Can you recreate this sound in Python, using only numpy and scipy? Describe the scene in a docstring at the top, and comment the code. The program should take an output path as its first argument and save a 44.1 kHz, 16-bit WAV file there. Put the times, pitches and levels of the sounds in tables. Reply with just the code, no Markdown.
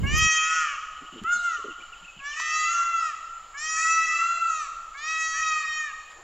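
"""Two peacocks wail in turn across a park: stacked partials follow each pitch curve, and calls overlap.
Their echoes from far trees are a filtered noise tail. Behind lie a steady outdoor hiss and a flickering
band near 3 kHz, both shaped noise. At the start a gust, two-channel rumble, shakes the microphone and a
clink of ringing modes sounds on the right. Fingers bump (gliding sines) and tick (noise bursts) on its
case, and a small songbird whistles short bending notes."""
import sys
import numpy as np
from scipy import signal
from scipy.fft import rfft, irfft
from scipy.io import wavfile
from scipy.ndimage import uniform_filter1d

SR = 44100
rng = np.random.default_rng(int(sys.argv[2]) if len(sys.argv) > 2 else 0)


def wav_record(signal):
    """Record a signal, one row per channel, as 16-bit PCM in the file named by sys.argv[1]."""
    frames = np.transpose(np.atleast_2d(signal))
    bounded = np.clip(frames, -1, 1)
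    # unit amplitude maps onto the largest positive 16-bit level
    quanta = np.round(bounded * 32767).astype(np.int16)
    wavfile.write(sys.argv[1], SR, quanta)


N = 274958  # samples

# Wind level over time. Each row: time in seconds, level in dB before the common lift in gust().
GUST_LEVEL = [(0, -35), (0.051, -27.5), (.1, -34.5), (.14, -28), (.2, -36.5), (0.264, -37), (0.291, -47)]
# Relative spectrum of the wind rumble. Each row: frequency in Hz, density in dB per Hz.
GUST_COLOUR = [(20, -4), (70, 13.5), (300, -9), (1500, -36), (3000, -51), (15000, -48)]
# Relative spectrum of the outdoor hiss. Each row: frequency in Hz, density in dB per Hz.
HISS_COLOUR = [(20, 7), (60, -15.5), (300, -22), (800, -10.5), (1600, -14.5), (2800, -14.5), (4500, -22),
               (6000, -25.5), (7200, -7), (7900, -28.5), (8400, -41.5), (15000, -42)]
HISS_DB = -52.5  # rms
# Relative spectrum of the hiss band near 3 kHz. 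Each row: frequency in Hz, density in dB per Hz.
SIZZLE_COLOUR = [(2300, -33.5), (2950, 2.5), (3600, -22.5)]
SIZZLE_DB, SIZZLE_END_S, SIZZLE_FADE_S = -50.5, 1.98, 1  # level; the fade is halfway at the end time

# One curve a wail, the two birds overlapping. Each row: time in seconds, pitch in Hz, effort in dB,
# beak opening as 3rd over 2nd partial in dB, upper partials over effort in dB.
WAILS = [
    [(0.03, 532, -37, 1.5, -11), (0.1, 582, -35.5, 11, -13), (0.17, 630, -26, 2.5, -7),
     (0.25, 635.9, -22.5, 4.5, -7), (0.42, 630.7, -26.5, 0, -10.5), (0.56, 646, -28, -6.5, -6.5),
     (0.62, 630, -26.5, -9, -14.5), (0.7, 580, -34, 0, -17), (0.78, 531, -49, -1, -33)],
    [(1.24, 624, -30, -16.5, -31), (1.295, 710, -25, -19.5, -34.5), (1.33, 713, -18.5, -34, -17),
     (1.41, 707.6, -29.5, -34, -13), (1.47, 699.5, -24, -21.5, -21), (1.55, 625.4, -36, -4.5, -19.5),
     (1.64, 522, -49, -21.5, -28)],
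    [(2.19, 545.5, -51, -1, -34), (2.26, 570.6, -33.5, 8.5, -14), (2.34, 600, -38, 8, -7),
     (2.57, 626.4, -29.5, -6, -7), (2.69, 615.5, -34, -15, -9), (2.79, 569.5, -40, -7, -4),
     (2.88, 509, -52, 2, -15)],
    [(2.36, 627.6, -34, 6.5, 6), (2.43, 655.4, -33.5, 6.5, -16.5), (2.64, 663, -30.5, 8.5, -13.5),
     (2.75, 686.8, -25.5, -23.5, -14), (2.9, 681.2, -25.5, -18.5, -26.5), (3.0, 660.4, -29, -12, -14),
     (3.09, 624, -31.5, -5, -13), (3.15, 534, -55, 2.5, -22)],
    [(3.54, 537, -39, 7, 0), (3.6, 601, -38, 6.5, -6), (3.65, 630, -32.5, 7, -3.5),
     (3.92, 654, -24.5, -9.5, -10.5), (4.05, 652, -29.5, -5.5, -15), (4.17, 595.3, -37.5, -13, -17.5),
     (4.255, 530, -47, -4.5, -17.5)],
    [(3.76, 572.9, -40.5, 3, -17), (3.82, 636.9, -33, 16.5, -12.5), (3.85, 645.8, -26, -9.5, -18),
     (3.9, 652.0, -29.5, 16, -20), (4.14, 657, -29, 4.5, -12.5), (4.29, 685, -24.5, -26.5, -18.5),
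     (4.42, 675, -26.5, -23.5, -17), (4.6, 621.5, -31.5, -10.5, -9.5), (4.69, 533.5, -49, -4.5, -10.5)],
    [(4.94, 530, -43.5, 6, -8), (5.01, 601, -40, 3.5, -9), (5.09, 639.8, -30, 3.5, -10.5),
     (5.4, 642, -29.5, 0.5, -10.5), (5.52, 628.2, -27, -28.5, -15.5), (5.6, 610, -35.5, -8, -12),
     (5.67, 543, -47, -7.5, -18)],
    [(5.33, 556.4, -40, 2.5, -17), (5.4, 622.7, -32.5, 11.5, -19.5), (5.45, 636, -31.5, 24.5, -21),
     (5.62, 626, -33, 23.5, -15), (5.8, 620, -30.5, 10.5, -12.5), (5.87, 597, -33.5, 9, -24.5),
     (5.93, 521.6, -49.5, 4.5, -18)],
]
# How the head is turned, one row a wail. Each row: 4th partial in dB, 5th partial in dB,
# hollow in the upper colour in dB (a positive value lifts), hollow centre in Hz.
HEAD_TURNS = [(6, 8, -10, 3790), (-5.5, 1, 3.5, 5580), (-2.5, -1, -8, 4680), (0, -0.5, 2.5, 4460),
              (-0.5, -0.5, -7.5, 3800), (3.5, -9, -2, 5350), (4, -4.5, 1.5, 3500), (-3.5, 0.5, -5.5, 4100)]
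# Colour of the upper partials through throat and beak. Each row: frequency in Hz, gain in dB.
THROAT = [(2600, 6.5), (3200, -8), (4000, -13.5), (5250, -9.5), (5800, -4), (6400, -5), (7000, -3.5),
          (7700, -14), (8200, -37.5), (11000, -53.5)]
# Throat colour met by the 4th partial. Each row: frequency in Hz, level over effort in dB.
FOURTH_COLOUR = [(2100, -6.5), (2400, -12.5), (2580, -9.5), (2720, -3.5)]
# The voice cracks in the first wail, cycles alternating in fours; the last depth stays for later wails.
# Each row: scene time in seconds, crack depth from 0 to 1.
CRACK = [(.28, 0.04), (.47, 0.25), (.62, 0.79), (.78, 0.05)]
FUNDAMENTAL_DB = -39  # 1st partial over the mean of effort and 2nd partial
HOLLOW_PER_BEAK, FOURTH_PER_BEAK = 0.5, 0.52  # dB per dB of beak opening
OPENING_S = 0.032  # the upper partials enter this long after the start

# Echo decay by band. Each row: frequency in Hz, time to fall 60 dB in seconds.
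PARK_DECAY = [(1300, 1.366), (2000, 1.01), (3000, 0.91), (6000, 0.78)]
# Colour of the echoes. Each row: frequency in Hz, gain in dB.
PARK_COLOUR = [(1000, 5), (1500, -4), (2000, -3), (3800, 6), (6000, 1)]

# Ringing modes of small metal parts. Each row: frequency in Hz, relative level in dB,
# time to fall 60 dB in seconds.
CLINK_MODES = [(5300, -1, .03), (8300, -14, .03), (11400, -4, 0.025), (13800, -11, 0.07)]
CLINK_S, CLINK_DB = 0.185, -27.5  # time; level drive on the right

# Bumps on the case. Each row: time in seconds, relative level in dB, frequency before its glide in Hz.
BUMPS = [(1.023, -44.5, 253), (1.133, -38.5, 267), (1.166, -37, 370), (1.225, -33.5, 197),
         (1.357, -47.5, 247.5), (1.592, -45.5, 400), (1.655, -34.5, 414), (1.69, -39, 390),
         (1.795, -48, 354), (2.023, -52, 174), (2.176, -47.5, 179)]
# Ticks and brushes on the case. Each row: centre in seconds, relative level in dB,
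# treble tilt in dB (weighted 3 at 7.5 kHz, 4 at 16 kHz), decay either side in seconds.
TICKS = [(1.238, -45, 2, 0.0012), (2.4007, -22, -5, 0.002), (2.414, -50, 4, 0.0016),
         (6.119, -46, -3.5, 0.016), (6.196, -49, -13, 0.028)]
# Songbird notes. Each row: start in seconds, length in seconds, start pitch in Hz, middle pitch in Hz,
# end pitch in Hz, level in dB.
SONG = [(1.336, 0.089, 4740, 4030, 3660, -47), (1.693, 0.037, 3095, 2780, 2730, -42.5),
        (1.798, 0.024, 2640, 2330, 2900, -46), (1.923, 0.026, 2960, 2710, 2290, -41),
        (2.041, 0.026, 2420, 2716, 2970, -43), (2.072, 0.041, 2670, 2570, 2540, -40),
        (2.185, 0.028, 3040, 2660, 2330, -41), (2.311, 0.043, 3150, 2860, 2350, -37)]

EDGE_HZ = 15750


def gain_of(db):
    """Decibels to a factor."""
    return 10 ** (np.asarray(db) / 20)


def evened(x):
    """Scales to rms 1."""
    return x / np.sqrt(np.mean(x ** 2) + 1e-20)


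def read(points, hz):
    """Value of a spectrum at hz, interpolated along log frequency."""
    f, value = np.transpose(points)
    return np.interp(np.log(hz + 1), np.log(f + 1), value)


def add(mix, s, sound):
    """Mixes a sound in from second s."""
    part = mix[round(s * SR):][:len(sound)]
    part += sound[:len(part)]


def coloured(x, points):
    """Filters by a spectrum."""
    hz = np.fft.rfftfreq(x.shape[-1], 1 / SR)
    return irfft(rfft(x) * gain_of(read(points, hz)), x.shape[-1])


def drift(length, span):
    """Smooth random motion of rms 1, steady over about span samples."""
    smooth = uniform_filter1d(rng.standard_normal(length), span)
    return evened(uniform_filter1d(smooth, span))


def gust():
    """Lumpy wind rumble, independent noise in the two channels, cut off within 9 ms."""
    s, db = np.transpose(GUST_LEVEL)
    t = np.arange(round(s[-1] * SR)) / SR
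    rumble = evened(coloured(rng.standard_normal((2, len(t))), GUST_COLOUR))
    level = gain_of(np.interp(t, s, db) + 6.5)
    cutoff = np.clip((s[-1] - t) / 0.0088, 0, 1)
    return np.pad(rumble * level * cutoff, ((0, 0), (0, N - len(t))))


def hiss(patchy_db=-1.0, swell_db=.6):
    """Distant leaves, insects and traffic: random spectra with drifting patches."""
    frames, hz = N // 256 + 5, np.fft.rfftfreq(1024, 1 / SR)
    real, imaginary, patches = rng.standard_normal((frames, 513, 3)).T
    patches = uniform_filter1d(patches, 12, 0)  # blurred across frequency bins
    patches = evened(uniform_filter1d(patches, 14, 1))  # and across frames
    level_db = read(HISS_COLOUR, hz)[:, None] + patchy_db * patches + swell_db * drift(frames, 40)
    spectra = (real + 1j * imaginary) * gain_of(level_db)
    noise = signal.istft(spectra, nperseg=1024, noverlap=768)[1][:N]
    return gain_of(HISS_DB) * evened(noise)


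def sizzle(flicker_db=3.5):
    """A narrow band of noise whose level flickers at random while it fades away slowly."""
    fade = 1 / (1 + np.exp((np.arange(N) / SR - SIZZLE_END_S) / SIZZLE_FADE_S))
    band = [(20, -90)] + SIZZLE_COLOUR + [(20000, -90)]
    noise = evened(coloured(rng.standard_normal(N), band))
    return gain_of(SIZZLE_DB + flicker_db * drift(N, 900)) * fade * noise


def partial_sum(levels_db, angle):
    """Adds harmonics of one phase angle, each with its own level and phase offset."""
    return sum(gain_of(db) * np.cos((k + 1) * angle + 0.78 * k * k) for k, db in enumerate(levels_db))


def wail(rows, fourth_db, fifth_db, hollow_db, hollow_hz, wobble=0.001, flutter_db=0.5):
    """Nearly clean partials; the level of each high one wavers at random, more in fast glides."""
    s, *columns = np.transpose(rows)
    t = np.arange(s[0], s[-1], 1 / SR)
    hz, effort_db, beak_db, upper_db = (np.interp(t, s, c) for c in columns)
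    hz = uniform_filter1d(hz, 2000, mode="nearest")  # the pitch turns its corners gently
    unsteady = wobble * (1 + abs(np.gradient(hz)) * SR / 500)  # fast glides are less steady
    angle = 2 * np.pi * np.cumsum(hz * (1 + unsteady * drift(len(t), 300))) / SR

    second_db = effort_db - 10 * np.log10(1 + gain_of(2 * beak_db))  # 2nd and 3rd share the effort
    first_db = (effort_db + second_db) / 2 + FUNDAMENTAL_DB
    fourth_db = fourth_db + effort_db + read(FOURTH_COLOUR, 4 * hz) + FOURTH_PER_BEAK * beak_db
    levels_db = [first_db, second_db, second_db + beak_db, fourth_db]

    opening_db = -30 / (1 + np.exp((t - s[0] - OPENING_S) / 0.0034))
    hollow_depth_db = hollow_db + HOLLOW_PER_BEAK * beak_db
    for k in range(5, 18):
        share = min((k - 3) / 5, 1)  # the level passes from the 4th partial to the upper curve
        base_db = share * (effort_db + upper_db) + (1 - share) * fourth_db
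        hollow = hollow_depth_db * np.exp(-((k * hz - hollow_hz) / 800) ** 2)
        colour_db = read(THROAT, k * hz) + hollow
        waver = np.sqrt(unsteady / wobble) * np.minimum(drift(len(t), 2400), 1)
        levels_db.append(base_db + colour_db + 0.9 * opening_db + flutter_db * (k - 1.5) * waver)
    levels_db[4] += fifth_db

    depth = np.interp(t, *np.transpose(CRACK))
    angle_cracked = angle + 0.5 * depth * np.sin(angle / 4 + 2.0)  # cycle lengths alternate too
    clean = partial_sum(levels_db, angle)
    bent = partial_sum(levels_db, angle_cracked)
    pattern = 1 + depth * (np.cos(angle / 4) + 0.9 * np.cos(angle / 2))  # repeats every four cycles
    # the throat favours the line just above the 2nd partial
    crack_colour = [(1000, -43.0), (1170, -5.0), (1440, 9.0), (1640, -3.5), (5500, -4), (7500, -11.5)]
    crack = coloured(bent * pattern - clean, crack_colour)
    edges = np.clip(np.minimum(t - s[0] + .002, s[-1] - t) / 0.016, 0, 1)
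    return np.sqrt(2) * (clean + crack) * edges


def park(x, steady_db=-9, late_db=-1.5, late_s=0.34, late_spread_s=1.0):
    """Dense echoes dying band by band, the late part fading a little more slowly."""
    hz, t, noise = signal.stft(rng.standard_normal(2 * SR), SR, nperseg=256)
    decay = gain_of(-60 * t / read(PARK_DECAY, hz)[:, None]) * np.clip(t / 0.005, 0, 1)
    late = 1 / (1 + np.exp((late_s - t) / late_spread_s * 4))
    strength = gain_of(steady_db) + gain_of(late_db) * late
    tail = signal.istft(noise * decay * strength, SR, nperseg=256)[1]
    return signal.fftconvolve(coloured(x, PARK_COLOUR), tail / np.sqrt(SR / 12))[:N]


def clink(knock_s=.004, jingle_s=0.032, jingle_db=-14):
    """Small metal parts: a noise knock inside a short jingle rings high modes, louder on the right."""
    out, t = np.zeros((2, N)), np.arange(4096) / SR
    modes = sum(gain_of(db - 60 * t / t60) * np.sin(2 * np.pi * hz * t + 1) for hz, db, t60 in CLINK_MODES)
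    off = abs(t - t.mean())
    knock = np.exp(-off / knock_s)
    jingle = gain_of(jingle_db) * np.exp(-off / jingle_s)
    shaking = (knock + jingle) * np.hanning(len(t)) / 10
    for side, side_db in zip(out, (-9, 0)):  # left, right
        ringing = np.convolve(modes, shaking * rng.standard_normal(len(t)))
        add(side, CLINK_S - t.mean(), gain_of(CLINK_DB + side_db) * ringing)
    return out


def hands(cycles=2.3):
    """Soft low bumps as gliding sines; ticks and brushes as noise, reaching lower the longer they last."""
    out = np.zeros(N)
    chances = rng.uniform(-1.44, 1, (len(BUMPS), 2))
    for (s, db, hz), (glide, phase) in zip(BUMPS, chances):
        u = np.linspace(0, 1, round((0.066 + cycles / hz) * SR))
        rough = 1.05 + drift(len(u), 110)
        ring = np.sin(2 * np.pi * np.cumsum(hz * (1 + 0.4 * glide * u)) / SR + 3 * phase)
        swell = np.sin(np.pi * u ** 0.39) ** 2 / 2  # quick rise, slow fall
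        add(out, s - .012, gain_of(db) * ring * rough * swell)

    t = np.arange(-2048, 2048) / SR
    for s, db, tilt_db, length in TICKS:
        burst = evened(rng.standard_normal(len(t)) * np.exp(-abs(t) / length))
        burst = burst * np.sqrt(length * SR / len(t))
        colour = [(150, -58), (300, -45 + 2000 * length), (1100, 12.0),
                  (7500, 3 * tilt_db), (16000, 4 * tilt_db - 25)]
        add(out, s + t[0], gain_of(db) * coloured(burst, colour))
    return out


def songbird(blur=.3):
    """Short sine notes bend through three pitches; random level motion makes them slightly husky."""
    out = np.zeros(N)
    for s, length, start_hz, middle_hz, end_hz, db in SONG:
        u = np.linspace(0, 1, round(length * SR))
        bend = np.polyfit([0, .5, 1], [start_hz, middle_hz, end_hz], 2)
        hz = np.polyval(bend, u)
        husk = 1 + blur * drift(len(u), 90)
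        whistle = np.sin(2 * np.pi * np.cumsum(hz) / SR)
        add(out, s, gain_of(db) * whistle * np.sin(np.pi * u) * husk)
    return out


def scene():
    """Birds, echoes, hands and hisses in the middle; only gust and clink are wide."""
    birds = songbird()
    for rows, head in zip(WAILS, HEAD_TURNS):
        add(birds, rows[0][0], wail(rows, *head))
    return birds + park(birds) + hands() + hiss() + sizzle() + gust() + clink()


def record(dry):
    """The band limit: a steep low-pass filter."""
    lowpass = signal.firwin(1535, EDGE_HZ, window=("kaiser", 9), fs=SR)
    return signal.oaconvolve(dry, lowpass[None], "same")


dry = scene()
out = record(dry)
wav_record(out)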